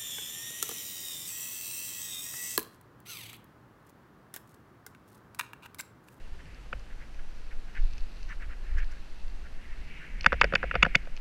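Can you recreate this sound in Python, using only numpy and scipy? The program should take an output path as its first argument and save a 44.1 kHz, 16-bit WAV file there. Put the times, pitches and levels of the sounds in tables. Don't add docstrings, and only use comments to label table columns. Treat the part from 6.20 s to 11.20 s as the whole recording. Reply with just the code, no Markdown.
import sys
import numpy as np
from scipy import signal
from scipy.io import wavfile
from scipy.ndimage import uniform_filter1d, minimum_filter1d

SR = 44100
rng = np.random.default_rng(int(sys.argv[2]) if len(sys.argv) > 2 else 0)


def convert_level_to_amplitude(level_db):
    exponent = np.asarray(level_db, float) / 20
    return 10 ** exponent


def inscribe(sig):
    pcm = np.round(np.clip(np.atleast_2d(sig).T, -1, 1) * 32767)
    wavfile.write(sys.argv[1], SR, pcm.astype(np.int16))


N = 220588

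CLIP = [(2200, -0.5, .022), (2401, -0.5, 0.0081), (2582, 1.5, 0.011), (2880, -3, 0.011)]


def evened(x):
    return x / np.sqrt(np.mean(x ** 2) + 1e-20)


def steadied(x, size):
    return x / np.sqrt(uniform_filter1d(x ** 2, size=size) + 0.037)


def add(mix, s, sound):
    part = mix[round(s * SR):][:len(sound)]
    part += sound[:len(part)]


def swells(rows, rest_db, t=None, edge=2):
    t = np.arange(N) / SR if t is None else t
    gain = convert_level_to_amplitude(rest_db)
    for s, db, width in rows:
        gain = gain + convert_level_to_amplitude(db) * np.exp(-.5 * abs((t - s) / width) ** edge)
    return gain


def noise(points, patchy_db, size):
    hz = np.fft.rfftfreq(size, 1 / SR)
    a, b, patches = rng.standard_normal((N * 4 // size + 5, len(hz), 3)).T
    patches = uniform_filter1d(patches, size=16, axis=0)
    patches = evened(uniform_filter1d(patches, size=8, axis=1))
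    f, db = np.transpose(points)
    colour_db = np.interp(np.log(hz + 1), np.log(f + 1), db)[:, None]
    z = (a + 1j * b) * convert_level_to_amplitude(colour_db + patchy_db * patches)
    sound = signal.istft(z, nperseg=size, noverlap=size * 3 // 4)[1]
    return evened(sound[:N])


def resonate(x, hz, width):
    turn = np.exp(2j * np.pi * np.cumsum(hz * np.ones(len(x))) / SR)
    r = np.exp(-np.pi * width / SR)
    return 2 * (turn * signal.lfilter([1 - r], [1, -r], x / turn)).real


def resonate_twice(x, hz, width):
    return resonate(resonate(x, hz, width), hz, width)


def road():
    # (f/Hz, level/dB)
    wash_colour = [(41, -46), (70, -7), (107, -13.5), (168, -13.5), (565, -19.5), (1080, -23), (1700, -22),
                   (2380, -26), (2720, -24), (3480, -31), (4460, -31.5), (12200, -47), (15000, -57)]
    # (t/s, level/dB, half-width/s)
    loose = [
        (1.25, -71, 0.11),
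        (1.75, -64, 0.16),
        (2.03, -69.5, .1),
        (2.85, -66.5, 0.32),
        (3.65, -69.5, 0.1),
        (4.9, -78, 0.22),
    ]
    # (t/s, level/dB, half-width/s)
    ribbed = [
        (.25, -64, 0.064),
        (3.7, -61, 0.076),
        (4.4, -53, 0.29),
    ]
    # (t/s, level/dB, half-width/s)
    taut = [
        (1.04, -79, .2),
        (1.6, -78, 0.064),
        (2.1, -75, 0.074),
        (3.0, -84, 0.24),
        (3.85, -84, 0.23),
    ]
    hum_colour = [(60, -43), (100, -7.5), (160, -2.5), (240, -10.0), (400, -19.0), (700, -86), (2000, -110)]
    wash = convert_level_to_amplitude(-55.5) * noise(wash_colour, patchy_db=0.5, size=1024)
    hum = noise(hum_colour, patchy_db=0.0, size=2048)
    struck = rng.random(N) < 4000 / SR
    grain_gain = convert_level_to_amplitude(3.4 * np.minimum(rng.exponential(1, N), 5))
    grains = struck * grain_gain * rng.standard_normal(N)
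    tread = resonate_twice(grains, 2650, 400)
    grit = resonate(resonate(grains, 3700, 1700), 4280, 1500) + 1.3 * tread
    chain = resonate_twice(grains[::-1], 5870, 400)
    rolling = swells(ribbed, -66) * hum + swells(loose, -81.5) * evened(grit)
    return wash + rolling + swells(taut, -87.5) * evened(chain)


def wind():
    # (f/Hz, level/dB)
    wind_colour = [(3, -15), (8, 14), (20, 7), (35, -5.5), (50, -16.5), (80, -54.5)]
    # (f/Hz, level/dB)
    sway_colour = [(25, -28.5), (40, 4), (55, 2), (70, -17.5), (95, -15.5), (140, -52)]
    # (t/s, level/dB, half-width/s)
    gust_times = [(0.0, -39, 0.077), (.13, -39, .045), (.53, -39, 0.11), (.76, -34, 0.034),
                  (1.03, -30.5, 0.076), (1.19, -39, 0.017), (1.35, -28.5, 0.082), (1.63, -18.5, 0.039),
                  (1.8, -26, 0.043), (2.05, -46, 0.037), (2.23, -33.5, 0.27), (2.6, -22.5, 0.055),
                  (2.85, -38.5, 0.21), (3.06, -31.5, 0.073), (3.22, -40, 0.071), (3.37, -28.5, 0.02),
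                  (3.56, -34, 0.096), (3.78, -44.5, 0.16), (3.95, -30.5, 0.018), (4.07, -31, 0.083),
                  (4.22, -38, 0.035), (4.4, -41.5, 0.058), (4.56, -38.5, 0.082), (4.73, -31, 0.047),
                  (4.93, -30, 0.087)]
    # (t/s, level/dB)
    jolts = [(.14, -52), (0.311, -52), (.43, -49.5), (.57, -40), (.85, -63), (1.63, -44), (1.72, -44),
             (1.81, -44), (2.06, -43.5), (2.27, -42), (2.55, -32.5), (2.73, -45), (3.05, -51),
             (3.22, -46.5), (3.48, -53), (3.6, -49), (4.06, -36), (4.15, -34.5), (4.259, -31), (4.38, -47),
             (4.479, -35.5), (4.61, -29.5), (4.77, -50)]
    gusts = steadied(noise(wind_colour, patchy_db=5.5, size=8192), size=5000)
    sway = steadied(noise(sway_colour, patchy_db=0.3, size=8192), size=2500)
    jolt_swells = [(s, db, 0.033) for s, db in jolts]
    low = swells(gust_times, -55) * gusts + swells(jolt_swells, -51.5) * sway
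    return signal.sosfilt(signal.butter(4, 180, fs=SR, output="sos"), low)


def stroke(s, db, width):
    t = s + np.arange(-.2, .2, 1 / SR)
    return t[0], swells([(s, db - 1, width)], -120, t, edge=3)


def scuff(start, pressure, centre):
    size = len(pressure)
    unevenness = evened(uniform_filter1d(rng.standard_normal(size), size=90))
    slips = rng.standard_normal(size) * convert_level_to_amplitude(1.94 * unevenness)
    broad = resonate_twice(slips, centre, 1100)
    body = sum(resonate(broad, f, 350) for f in (1500, 1760, 2200, 2710))
    return start, pressure * evened(body + 0.57 * broad)


def brush(start, pressure):
    air = resonate_twice(rng.standard_normal(len(pressure)), 5200, 2800)
    return start, pressure * evened(air)


def strap():
    # (t/s, level/dB, half-width/s, f/Hz)
    scuffs = [(0.202, -54, 0.0092, 1700), (0.319, -60, .055, 1920), (.72, -58, 0.019, 1710),
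              (0.824, -55, .025, 1850), (.995, -51, 0.0056, 1710), (1.322, -50.5, 0.011, 1770),
              (1.495, -56, 0.012, 1750), (1.571, -44, 0.019, 1770), (1.741, -69, 0.11, 2380),
              (2.116, -43.5, .02, 1650), (2.227, -47.5, 0.019, 1650), (2.316, -49.5, 0.022, 1620),
              (2.499, -55.5, 0.058, 1800), (2.592, -42.5, 0.019, 1720), (2.629, -45, 0.012, 1790),
              (2.74, -56, 0.04, 1670), (3.258, -52.5, 0.015, 1600), (3.446, -58, .012, 1980),
              (3.523, -56, 0.02, 1980), (3.74, -53.5, 0.068, 2250), (3.835, -50, 0.032, 1770)]
    # (t/s, level/dB, half-width/s)
    brushes = [
        (2.588, -58, 0.01),
        (2.719, -58, .007),
    ]
    # (t/s, level/dB, f/Hz)
    drag = [
        (3.3, -69, 1800),
        (3.44, -57, 1960),
        (3.66, -59, 2050),
        (3.78, -53, 2380),
        (3.96, -54.5, 1900),
        (4.07, -49.5, 2200),
        (4.7, -48.5, 2130),
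        (4.821, -55.5, 1960),
        (5.0, -68, 2120),
    ]
    out = np.zeros(N)
    for s, db, width, hz in scuffs:
        add(out, *scuff(*stroke(s, db, width), hz))
    for row in brushes:
        add(out, *brush(*stroke(*row)))
    s, db, hz = np.transpose(drag)
    t = np.arange(N) / SR
    pressure = convert_level_to_amplitude(np.interp(t, s, db, left=-120))
    add(out, *scuff(0, pressure, np.interp(t, s, hz)))
    return out


def ring(s, modes, db, contact_ms, chatter_ms, spread_db=0.73):
    t = np.arange(3000)[:, None] / SR
    hz, height_db, t60 = np.transpose(modes)
    luck, detune, phase = rng.standard_normal((3, len(modes)))
    build_up = (1 - np.exp(-t * 3000 / max(contact_ms, .05))) ** 2
    swell = build_up * convert_level_to_amplitude(-60 * t / t60)
    swell = swell / swell.sum(0) * convert_level_to_amplitude(height_db + spread_db * luck)
    body = (swell * np.sin(2 * np.pi * hz * (1 + .007 * detune) * t + .9 * phase)).sum(1)
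    chatter = rng.standard_normal(300) * np.exp(-t[:300, 0] * 1000 / chatter_ms)
    sound = signal.fftconvolve(chatter, body)
    power = uniform_filter1d(sound ** 2, size=100)
    return s - power.argmax() / SR, convert_level_to_amplitude(db) * sound / np.sqrt(power.max())


def thumps():
    # (t/s, level/dB)
    rocks = [(0.5373, -41), (4.071, -26.5), (4.1319, -34), (4.2212, -32), (4.252, -33.5), (4.3404, -28),
             (4.363, -34.5), (4.4407, -39), (4.5558, -31.5), (4.6346, -22), (4.6706, -30.5), (4.76, -25.5)]
    # (f/Hz, level/dB, t60/s)
    mount = [(99, -4.5, .07), (137, -4, 0.058), (160.3, 0, 0.051), (204.6, -7.5, 0.038)]
    out = np.zeros(N)
    for s, db in rocks:
        add(out, *ring(s, mount, db, contact_ms=3.5, chatter_ms=1.0))
    return out


def pings():
    # (t/s, level/dB, f/Hz, t60/s)
    spring = [
        (4.069, -37, 2200, 0.066),
        (4.219, -32.5, 2200, 0.029),
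        (4.635, -38, 2200, 0.056),
        (4.635, -32, 2880, 0.027),
        (4.759, -37.5, 2210, 0.0875),
        (4.76, -47, 2870, 0.059),
    ]
    out = np.zeros(N)
    for s, db, hz, t60 in spring:
        add(out, *ring(s, [(hz, 0, t60)], db, contact_ms=2.5, chatter_ms=0.031))
    return out


def ticks():
    # (t/s, ring level/dB, clip level/dB)
    tick_times = [(0.256, -63, -52), (0.346, -58, -70), (0.5959, -58, -69), (0.9448, -62, -54),
                  (1.267, -63, -62), (1.5529, -60, -51), (1.7349, -54, -52), (1.781, -51, -46.5),
                  (2.0297, -50.5, -51.5), (2.0924, -58, -56), (2.6448, -56, -56), (2.8245, -68, -55),
                  (4.0097, -38, -35.5), (4.033, -48, -51), (4.199, -55.5, -49), (4.966, -50.5, -44),
                  (4.9747, -54, -42.5)]
    # (f/Hz, level/dB, t60/s)
    tick_modes = [(4240, -8, 0.0087), (4420, 4.5, 0.01), (5060, 2.5, 0.01), (5970, -1, 0.011),
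                  (6250, -22, .007)]
    out = np.zeros(N)
    for s, ring_db, clip_db in tick_times:
        add(out, *ring(s, tick_modes, ring_db + 2, contact_ms=.5, chatter_ms=.1))
        add(out, *ring(s, CLIP[1:], clip_db + 1, contact_ms=.6, chatter_ms=.1))
    return out


def knocks():
    # (t/s, door level/dB, shell share/dB, clip share/dB, hardness/dB)
    blows = [(0.53, -29, -11, -6, -19), (4.045, -27.5, -11, -3, -9), (4.0631, -12, -23, -3.5, -8.5),
             (4.0640, -10, -26, -30, -7), (4.1218, -20, -21, -18.5, -9), (4.1286, -20, -4.5, -8.5, -9.5),
             (4.2140, -10, -22.5, -1, -13), (4.2172, -15.5, -19, -11.5, -9), (4.2425, -18, -4, -5.5, -7),
             (4.3255, -28.5, -2, -13, -14), (4.3373, -21.5, -4, -8, -12), (4.3528, -23.5, -12, -1, 0.4),
             (4.357, -17.5, -22, 0, -19), (4.4304, -23, -14, -13, -19), (4.5135, -23.5, -21, -8, -22),
             (4.5544, -21, -3, -5, -12.5), (4.5562, -40, 3, -1, -19.5), (4.6254, -23, -8, -18, 3),
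             (4.6293, -27, -30, 21.5, -14), (4.6305, -9.5, -16.5, -19, 3.3), (4.6516, -19, -20, -14, -11),
             (4.7484, -23.5, -11, -7.5, -15), (4.7535, -18.5, -16, 6.5, -18.5),
             (4.7555, -25.5, -10, -0.2, 5)]
    # (t/s, door level/dB, shell share/dB)
    bounces = [(4.0691, -37.5, 3.5), (4.139, -34, -2.5), (4.2346, -30, -0.5), (4.251, -33.5, -1.5),
               (4.3419, -37, 5), (4.365, -45, -1), (4.4399, -31, 2.9), (4.4441, -41, -7),
               (4.5416, -33.5, -0.5), (4.5444, -31.5, -14), (4.5619, -32.5, -4), (4.636, -36, -19),
               (4.6485, -26, -6.5), (4.6632, -26, -1.5), (4.8724, -44, 0.5)]
    # (f/Hz, level/dB, t60/s)
    shell = [(438.2, -5.5, 0.07), (531, 10.5, .026), (686, 5, .026)]
    door = [(1337, -5, 0.0089), (1494, 0.5, 0.0092), (1672, -2, 0.011), (1900, -6, 0.018)]
    lid = [(980, 0, .022)]
    lens_ring = [(3490, 0, .012), (4640, -3, .009), (5100, -8, .01), (5650, -14, .011)]
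    glass = [(6330, -0.5, 0.012), (6834, 4.5, 0.0059), (7820, -12, 0.012), (8400, -30, 0.0089),
             (9520, -12, 0.006), (9700, -26, 0.016), (11400, -27, 0.0056), (13370, -34, .007)]
    out = np.zeros(N)
    soft = [(*row, -9, -13) for row in bounces]
    for s, door_db, shell_share_db, clip_share_db, hard_db in blows + soft:
        shell_db = door_db + shell_share_db
        clip_db = door_db + clip_share_db
        ring_db = clip_db + hard_db
        lid_db = door_db - 16.5 + .5 * (door_db + 10.5)
        glass_db = ring_db - 13 + 0.92 * (ring_db + 22.5)
        contact_ms = 2.1 / convert_level_to_amplitude(0.4 * (hard_db + 12.5))
        add(out, *ring(s, door, door_db, contact_ms, chatter_ms=0.083))
        add(out, *ring(s + 0.00263, shell, shell_db, 1.5 * contact_ms, chatter_ms=0.19))
        add(out, *ring(s + 0.0011, lid, lid_db, 1.4 * contact_ms, chatter_ms=0.079))
        add(out, *ring(s, CLIP, clip_db, contact_ms, chatter_ms=0.18))
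        add(out, *ring(s, lens_ring, ring_db, 0.44 * contact_ms, chatter_ms=0.085))
        add(out, *ring(s, glass, glass_db, 0.49 * contact_ms, chatter_ms=0.12))
    return out


def rattle():
    return thumps() + pings() + ticks() + knocks()


def scene():
    return (road() + wind() + strap() + rattle())[None]


def band_limit(x):
    return signal.sosfilt(signal.butter(12, 15140, fs=SR, output="sos"), x)


def record(dry):
    peaks = -minimum_filter1d(-abs(dry), size=201)
    over = np.maximum(peaks / .92, 1)
    limited = dry / uniform_filter1d(over, size=101)
    return band_limit(limited)


dry = scene()
out = record(dry)
inscribe(out)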